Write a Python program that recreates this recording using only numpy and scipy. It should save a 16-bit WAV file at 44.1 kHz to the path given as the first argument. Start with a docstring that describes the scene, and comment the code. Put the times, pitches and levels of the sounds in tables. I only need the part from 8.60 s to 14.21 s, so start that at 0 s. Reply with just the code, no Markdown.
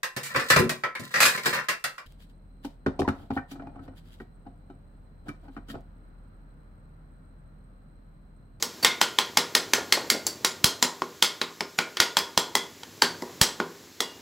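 """A hard clack of steel on iron, then about five a second: a slotted spatula chops through frying mince.
The stereo microphone is close to the heavy pan, in a small bare kitchen that answers every blow.
Blade and pan ring briefly, the edge skids, and some hard blows rock the pan on the stove.
Underneath, the wet meat squelches and the fat sizzles softly."""
import sys
import numpy as np
from scipy import signal
from scipy.fft import rfft, irfft
from scipy.io import wavfile
from scipy.ndimage import uniform_filter1d

SR = 44100
rng = np.random.default_rng(int(sys.argv[2]) if len(sys.argv) > 2 else 0)


def int16_out(signal):
    """Quantize to a 16-bit WAV file."""
    q = np.round(np.clip(np.atleast_2d(signal).T, -1, 1) * 32767)
    wavfile.write(sys.argv[1], SR, q.astype(np.int16))


N = 247401


def from_db(db):
    """Decibels to gain."""
    return 10 ** (np.asarray(db) / 20)


def unit(x):
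    """Scaled to an energy of one."""
    return x / np.sqrt(np.sum(x ** 2) + 1e-20)


def rms_one(x):
    """Scaled to an rms of one."""
    return unit(x) * np.sqrt(x.size)


def at_hz(points, hz):
    """Reads a table on a log-frequency axis."""
    known_hz, values = np.transpose(points)
    return np.interp(np.log(hz + 1e-3), np.log(known_hz), values)


def seconds(length):
    """A time axis."""
    return np.arange(int(length * SR)) / SR


def dying(t, t60):
    """Falls by 60 dB in t60 seconds."""
    return np.exp(-np.log(1000) * t / t60)


def bump(x, width):
    """A bell curve of height one around zero."""
    return np.exp(-(x / width) ** 2)


def add(track, s, sound):
    """Lays a sound into the track at s seconds."""
    start = round(s * SR)
    track[start:start + len(sound)] += sound[:N - start]


def coloured(x, points):
    """Causal (minimum-phase) filter through the given (Hz, dB) points."""
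    size = 2048
    gain = from_db(at_hz(points, np.arange(size // 2 + 1) * SR / size))
    cepstrum = irfft(np.log(gain))
    cepstrum[1:size // 2] *= 2
    cepstrum[size // 2 + 1:] = 0
    return signal.fftconvolve(x, irfft(np.exp(rfft(cepstrum))))[:len(x)]


def high_passed(x, hz):
    """Falls by 12 dB an octave below hz."""
    return signal.sosfilt(signal.butter(2, hz, "high", fs=SR, output="sos"), x)


def even(x):
    """Smooths out deep notches in a burst's spectrum; energy one."""
    spectrum = rfft(x)
    return unit(irfft(spectrum / np.abs(spectrum) ** .5, len(x)))


def mode(t, hz, t60):
    """One struck resonance of energy one."""
    return unit(np.sin(2 * np.pi * hz * t) * dying(t, t60)) * rng.choice([-1, 1])


# The bare kitchen around the microphone. Each row: frequency in Hz, t60 in seconds.
KITCHEN_DECAY = [(150, 0.34), (400, 0.53), (1200, 0.37), (3500, 0.31), (8000, 0.27), (15000, 0.18)]
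def kitchen(t, build_s=0.009, wall_s=0.021, wall_spread_s=0.013, wall_db=2.0):
    """Diffuse echoes that swell, peak with the nearest wall, and die sooner in the treble; energy one."""
    noise = rfft(rng.standard_normal(len(t)))
    hz = np.arange(len(t) // 2 + 1) * SR / len(t)
    centres, t60s = np.transpose(KITCHEN_DECAY)
    bands = [at_hz(np.column_stack([centres, row]), hz) for row in np.eye(len(centres))]
    tail = sum(irfft(noise * band, len(t)) * dying(t, t60) for band, t60 in zip(bands, t60s))
    wall = from_db(wall_db * bump(t - wall_s, wall_spread_s))
    return unit(tail * (1 - bump(t, build_s)) * wall)


def echoes(sound, t):
    """What the walls send back to the microphone."""
    return signal.fftconvolve(sound, kitchen(t))[:len(t)]


def with_room(sound, t, wet):
    """A ring with its echoes in the kitchen; energy one."""
    return unit(unit(sound) + wet * unit(echoes(sound, t)))


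def bubbling(per_s, size_db):
    """Pops of uneven size at random moments; rms one."""
    sizes = from_db(size_db * np.minimum(rng.exponential(1, N), 5)) * rng.standard_normal(N)
    return rms_one(sizes * (rng.random(N) < per_s / SR))


# Tone of the hiss and of the simmer, close to the pan. Each row: frequency in Hz, gain in dB.
SIZZLE_SPECTRUM = [(500, 0), (1000, 0), (1700, 9), (2800, 5), (4000, 8), (7600, 6), (8400, -5),
                   (9800, -5.5), (11600, 1.5), (13500, -4.5), (15500, 0.5), (16200, -23)]
SIMMER_SPECTRUM = [(25, -39), (50, -20), (90, -2.5), (180, -5.5), (260, 0), (420, -3), (650, -12),
                   (1100, -11.5), (2500, -52), (8000, -63)]
# How briskly the meat fries. Each row: time in seconds, hiss level in dB, simmer level in dB.
FRYING_LEVELS = [(0.0, -48.5, -47), (0.37, -50, -48.5), (1.48, -47.5, -44), (1.7, -50.5, -47),
                 (3.08, -52.5, -56), (3.77, -52, -52), (4.28, -51.5, -50.5), (4.69, -49.5, -45.5),
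                 (5.34, -53, -53), (5.61, -52.5, -50)]
def frying(simmer_trim_db=-2.0):
    """Countless steam bursts merge into a smooth hiss, while juice simmers deep in the meat."""
    s, *levels = np.transpose(FRYING_LEVELS)
    sizzle_db, simmer_db = [np.interp(np.arange(N) / SR, s, level) for level in levels]
    sizzle = rms_one(coloured(rng.standard_normal(N), SIZZLE_SPECTRUM))
    simmer = rms_one(coloured(bubbling(per_s=900, size_db=-1.5), SIMMER_SPECTRUM))
    return from_db(sizzle_db) * sizzle + from_db(simmer_db + simmer_trim_db) * simmer


# Wet meat squeezed under the blade. Each row: start in seconds, level in dB, middle pitch in Hz.
MEAT_SQUELCHES = [(1.179, -30, 610), (1.37, -27.5, 690), (1.514, -28.5, 370), (1.543, -30.5, 457),
                  (1.56, -40, 366), (4.671, -43, 656), (5.059, -60, 644)]
def squelches(length_s=0.0119, cycles=11, spread=0.3, room_db=-6, count=12):
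    """A handful of wet pockets pop, each ringing for a few cycles."""
    out, t = np.zeros(N), seconds(0.23)
    for s, db, hz in MEAT_SQUELCHES:
        delays = rng.random(count) * length_s
        pitches = hz * np.exp(spread * np.linspace(-2, 2, count))
        for delay, pitch in zip(delays, pitches):
            pop = mode(t, pitch, cycles / pitch) * from_db(db) * np.sqrt(length_s * SR / count)
            add(out, s + delay, pop + from_db(room_db) * echoes(pop, t))
    return out


# The pan against the stove beneath it.
# Each row: time of the peak in seconds, level in dB, pitch in Hz, half length in seconds.
PAN_KNOCKS = [(2.0466, -17, 146, 0.0033), (3.4055, -36, 110, 0.0072), (3.777, -30, 129, 0.0043),
              (4.43, -45, 110, 0.0059), (4.817, -13, 135, 0.0029)]
def knocks(room_db=-12):
    """The whole pan bounces once on its support: a low thud of about one cycle."""
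    out, t = np.zeros(N), seconds(.5)
    for s, db, hz, half_s in PAN_KNOCKS:
        lead = 2 * half_s   # the push builds up before its peak
        thud = -from_db(db) * np.cos(2 * np.pi * hz * (t - lead)) * bump(t - lead, half_s)
        echo = coloured(echoes(thud, t), [(40, -6), (160, -10.5)])
        add(out, s - lead, thud + from_db(room_db) * echo)
    return out


# Skids across the floor of the pan.
# Each row: start in seconds, length in seconds, level in dB, squeak pitch in Hz.
EDGE_GRAZES = [(0.225, 0.02, -20.5, 4550), (0.407, 0.0081, -32, 5880), (1.672, 0.0092, -23.5, 4570),
               (2.218, 0.0067, -33, 7500), (3.179, 0.012, -33, 6900), (3.588, 0.0035, -16, 5060),
               (4.417, 0.0029, -30, 7300)]
def grazes(squeak_db=-2, room_db=-6, skid_s=.0035, skid_db=-20, skid_hz=6400):
    """The sliding edge hisses and briefly sets a blade mode squeaking."""
    out, t = np.zeros(N), seconds(.5)
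    hiss_spectrum = [(300, -5), (4500, -11), (8000, -14.5), (16000, -15)]
    # every blow also skids a little just before it bites
    skids = [(s - skid_s, skid_s, db + skid_db, skid_hz * rng.uniform(0.8, 1.15)) for s, db, *_ in BLOWS]
    for s, length, db, hz in EDGE_GRAZES + skids:
        hiss = rms_one(coloured(rng.standard_normal(len(t)), hiss_spectrum))
        squeak = from_db(squeak_db) * np.sin(2 * np.pi * hz * t)
        stroke = np.sin(np.pi * np.minimum(t / length, 1))
        rub = from_db(db) * stroke * (0.5 * hiss + squeak)
        add(out, s, rub + from_db(room_db) * echoes(rub, t))
    return out


# The blade sings on above the meat. Each row: start in seconds, pitch in Hz, level in dB, t60 in seconds.
BLADE_REBOUNDS = [(3.571, 3350, -37, 0.19), (3.775, 3440, -44, 0.19), (3.954, 3410, -39, 0.17),
                  (4.4183, 4560, -32.5, 0.23), (4.421, 4130, -51, 0.24), (4.419, 1520, -40, 0.047),
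                  (5.403, 2850, -48, 0.36), (5.4053, 3400, -33, 0.077), (5.4045, 4860, -43, 0.21)]
def rebounds(split=0.0187, twin_db=-2, room_db=1):
    """Lifted free, the blade is hardly damped; its slots pair the modes, so they beat."""
    out, t = np.zeros(N), seconds(0.71)
    for s, hz, db, t60 in BLADE_REBOUNDS:
        twin = from_db(twin_db) * np.sin(2 * np.pi * hz * (1 - split) * t)
        ring = from_db(db) * (np.sin(2 * np.pi * hz * t) + twin) * dying(t, t60)
        add(out, s, ring + from_db(room_db) * echoes(ring, t))
    return out


# The heavy pan's modes. Each row: frequency in Hz, relative level in dB, t60 in seconds.
PAN_MODES = [(166.1, -30, 0.88), (245.5, -22, 0.26), (365, -19.5, 0.23), (398.6, -20.5, 0.51),
             (476, -21.5, 0.36), (832.5, -17.5, 0.063), (934, -24, 0.43), (949, -26.5, 0.3),
             (1047, -19.5, 0.31), (1215, -32, 1), (1427, -20.5, 0.44), (1840, -22, 0.14),
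             (2146, -23.5, 0.19), (3066, -22.5, 0.051), (4260, -66, 0.15), (4830, -39, 0.21),
             (5870, -30, 0.04), (7150, -48, 0.11)]
def pan_ring(t, trim_db=-1, vary_db=2.0, detune=0.0072):
    """The iron rings; the pressing blade and shifting meat nudge each mode's strength and pitch."""
    ring = 0
    for hz, db, t60 in PAN_MODES:
        strength, load = rng.standard_normal(2)
        ring += from_db(db + trim_db + vary_db * strength) * mode(t, hz * (1 + detune * load), t60)
    return ring


# Where the spatula presses on the pan. Each row: mode frequency in Hz, relative level in dB.
PRESSED_MODES = [(917, -19), (1430, -18.5), (1865, -18.5), (2135, -19.5), (3210, -16), (3370, -17.5),
                 (3990, -14.5), (4180, -19), (4515, -16.5), (5650, -20.5), (7550, -12)]
def contact_rings(t, t60, wet, trim_db=-1, spot_db=3, detune=0.0072):
    """Short, strong rings, weighted anew by each spot and angle of contact."""
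    rings = 0
    for hz, db in PRESSED_MODES:
        spot, load = rng.standard_normal(2)
        rings += from_db(db + trim_db + spot_db * spot) * mode(t, hz * (1 + detune * load), t60)
    return np.linalg.norm(rings) * with_room(rings, t, wet)


# The blade's upper resonances. Each row: frequency in Hz, height above the valleys in dB.
BLADE_PEAKS = [(4150, 0), (4570, 2), (5050, 6.5), (5630, 4), (6200, 6.5), (6620, 7.5), (7350, 9),
               (7700, 9.5), (8650, 0.5), (9500, 5.5), (10200, 8.5), (10800, 8), (11400, 9.5), (12420, 0),
               (12900, 0)]
def blade_colour(width_hz=130, vary_db=2):
    """Peaks and valleys of the steel blade, weighted anew by every grip and contact: (Hz, dB)."""
    hz = np.arange(40, 16500, 40)
    peaks = sum((db + vary_db * rng.standard_normal()) * bump(hz - centre, width_hz)
                for centre, db in BLADE_PEAKS)
    return np.column_stack([hz, peaks - uniform_filter1d(peaks, size=31)])


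# Tone of an average clack at the microphone. Each row: frequency in Hz, gain in dB.
CLACK_SPECTRUM = [(30, -38), (70, -5), (120, -40.5), (170, -1.5), (420, 1), (560, 0.5), (760, -2),
                  (980, 3.5), (1170, 1.5), (1500, -2.5), (2650, -4), (3300, -1.5), (5200, 1), (7700, -6),
                  (8300, -4.5), (16000, -5.5)]
def clack(t, wet, rise_s=0.00078, tick_t60=0.0038, tick_db=8.0, crack_t60=0.0086,
          blade_t60=0.079, blade_db=-10):
    """Steel hits iron: a tick, a crack, the blade's crowded modes and the room; energy one."""
    room = wet * kitchen(t)
    rise = 1 - np.exp(-t / rise_s)
    tick = from_db(tick_db) * dying(t, tick_t60)
    fall = tick + dying(t, crack_t60) + from_db(blade_db) * dying(t, blade_t60)
    burst = even(rng.standard_normal(len(t)) * rise * fall) * (t < t[-1] / 2)
    return unit(coloured(coloured(burst + room, CLACK_SPECTRUM), blade_colour()))


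# The pan's hollow note, weak with the spatula near the rim and strong near the middle.
# Each row: time in seconds, gain in dB.
HOLLOW_GAIN = [(0, 0), (0.6, 3), (1.0, -4), (1.85, -3.5), (2.4, -2), (3.2, -1.5), (3.8, 1.5), (5.4, 1)]
def contact_colour(s, tilt, body_db, body_hz=2300, body_octaves=0.85, hollow_hz=930, hollow_octaves=0.33):
    """Meat cushions a blow and tilts it towards the bass; a flat landing fills the middle: (Hz, dB)."""
    hz = np.geomspace(350, 14000, 24)
    octaves = np.log2(hz / body_hz)
    body = body_db * bump(octaves, body_octaves)
    hollow_db = np.interp(s, *np.transpose(HOLLOW_GAIN))
    hollow = hollow_db * bump(np.log2(hz / hollow_hz), hollow_octaves)
    soft_top = at_hz([(6000, 0), (14000, -9.0)], hz)
    return np.column_stack([hz, tilt * octaves + body + hollow + soft_top])


# The spatula comes down, close in front of the microphone. Each row: start in seconds, level in dB,
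# tilt in dB per octave (bright on bare iron, dull through meat), body in dB (full when the edge lands
# flat), lower and upper ring pitch in Hz, relative level of each of these rings in dB.
BLOWS = [(0.025, -19.5, 1.5, -2.5, 5440, 6560, -11.5), (0.2469, -10, 0.84, 8, 2110, 3620, -8),
         (0.414, -12.5, 0.4, 5, 1446, 3100, -9.5), (0.5868, -13.5, 0.16, 5.5, 3320, 4080, -9),
         (0.772, -12, 0, 3, 4130, 5415, -29), (0.951, -12, 0.5, 0.5, 1860, 4230, -11.5),
         (1.135, -13, 0.7, 3.5, 1730, 6200, -10.5), (1.324, -11.5, 1.5, 4.5, 1875, 4330, -9),
         (1.501, -13.5, 2.5, 3.5, 2130, 4610, -8.5), (1.6666, -20.5, 2, -13, 6220, 7330, -10),
         (1.847, -15, 0.7, 1, 3870, 7200, -12), (2.0425, -10.5, 1.55, -3, 3240, 4170, -9.5),
         (2.226, -13, 0.5, 0.5, 990, 7160, -10), (2.42, -21, -4.5, 1, 1037, 1070, -4),
         (2.6243, -11, 1.5, 2.5, 3260, 3540, -9), (2.815, -20.2, -1.5, 7.5, 1095, 3880, -8),
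         (3.0071, -23, -3, 3.5, 2260, 5280, -8), (3.188, -16.5, -1.5, 5.5, 1464, 2340, -6),
         (3.37, -25.5, -0.5, 9, 3330, 4600, -16), (3.4013, -11, 0.37, 5, 3480, 4800, -13.5),
         (3.5692, -14, 0.15, 3.5, 984, 3360, -9.5), (3.776, -13, 0.2, -0.5, 980, 3310, -8.5),
         (3.9527, -15, 0.1, -3.5, 2030, 3290, -6.5), (4.2331, -37, -1.1, 4.5, 963, 3100, -8),
         (4.4209, -11, -0.4, 2, 1590, 4590, -8.5), (4.622, -27.5, -4.5, -19, 950, 2000, -14),
         (4.8139, -10, 1.8, 0.5, 5760, 7780, -12), (5.001, -19.5, -5.5, 4, 1090, 1484, -7.5),
         (5.4046, -19.5, -0.1, -5.5, 1980, 3280, -9)]
def chops(ring_t60=0.021, ring_trim_db=1, room_db=-3, tail_per_db=0.26):
    """Each blow clacks and sets pan and blade ringing; two short rings stand out."""
    out, t = np.zeros(N), seconds(.4)
    for s, db, tilt, body_db, *ring_hz, ring_db in BLOWS:
        wet = from_db(room_db + tail_per_db * db)   # harder blows leave a fuller tail
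        impact = clack(t, wet) + pan_ring(t) + contact_rings(t, ring_t60, wet)
        blow = unit(coloured(impact, contact_colour(s, tilt, body_db)))
        for hz in ring_hz:
            blow += from_db(ring_db + ring_trim_db) * with_room(mode(t, hz, ring_t60), t, wet)
        add(out, s, from_db(db) * unit(blow) * np.sqrt(0.01 * SR))   # level as if packed into 10 ms
    return out


# Stereo width of the blows and of the sizzle. Each row: frequency in Hz, gain of the side signal in dB.
CLACK_SIDE = [(100, -48), (900, -72), (3600, -68), (5200, -54), (7700, -38), (8600, -26), (16000, -12.5)]
SIZZLE_SIDE = [(7300, -46), (8400, -10.5), (16000, -8.5)]
def scene(blade_low_hz=125, meat_low_hz=220):
    """Blows and sizzle are centred, with only the highest treble slightly wide."""
    # the blows and the squelches keep out of the deepest bass
    steel = high_passed(chops() + rebounds() + grazes(), blade_low_hz)
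    spatula = steel + knocks() + high_passed(squelches(), meat_low_hz)
    scatter = even(rng.standard_normal(len(seconds(.003))))
    spatula_side = coloured(signal.fftconvolve(spatula, scatter)[:N], CLACK_SIDE)
    side = spatula_side + coloured(frying(), SIZZLE_SIDE)
    return spatula + frying() + side * np.array([[1], [-1]])


def record(dry, low_hz=24, top_hz=15800, ceiling=.95):
    """The small microphone loses the deepest bass; the loudest peaks just overload it; the top is cut."""
    thin = high_passed(dry, low_hz)
    rounded = thin / (1 + (thin / ceiling) ** 6) ** (1 / 6)
    return signal.sosfilt(signal.ellip(10, .1, 80, top_hz, fs=SR, output="sos"), rounded)


dry = scene()
out = record(dry)
int16_out(out)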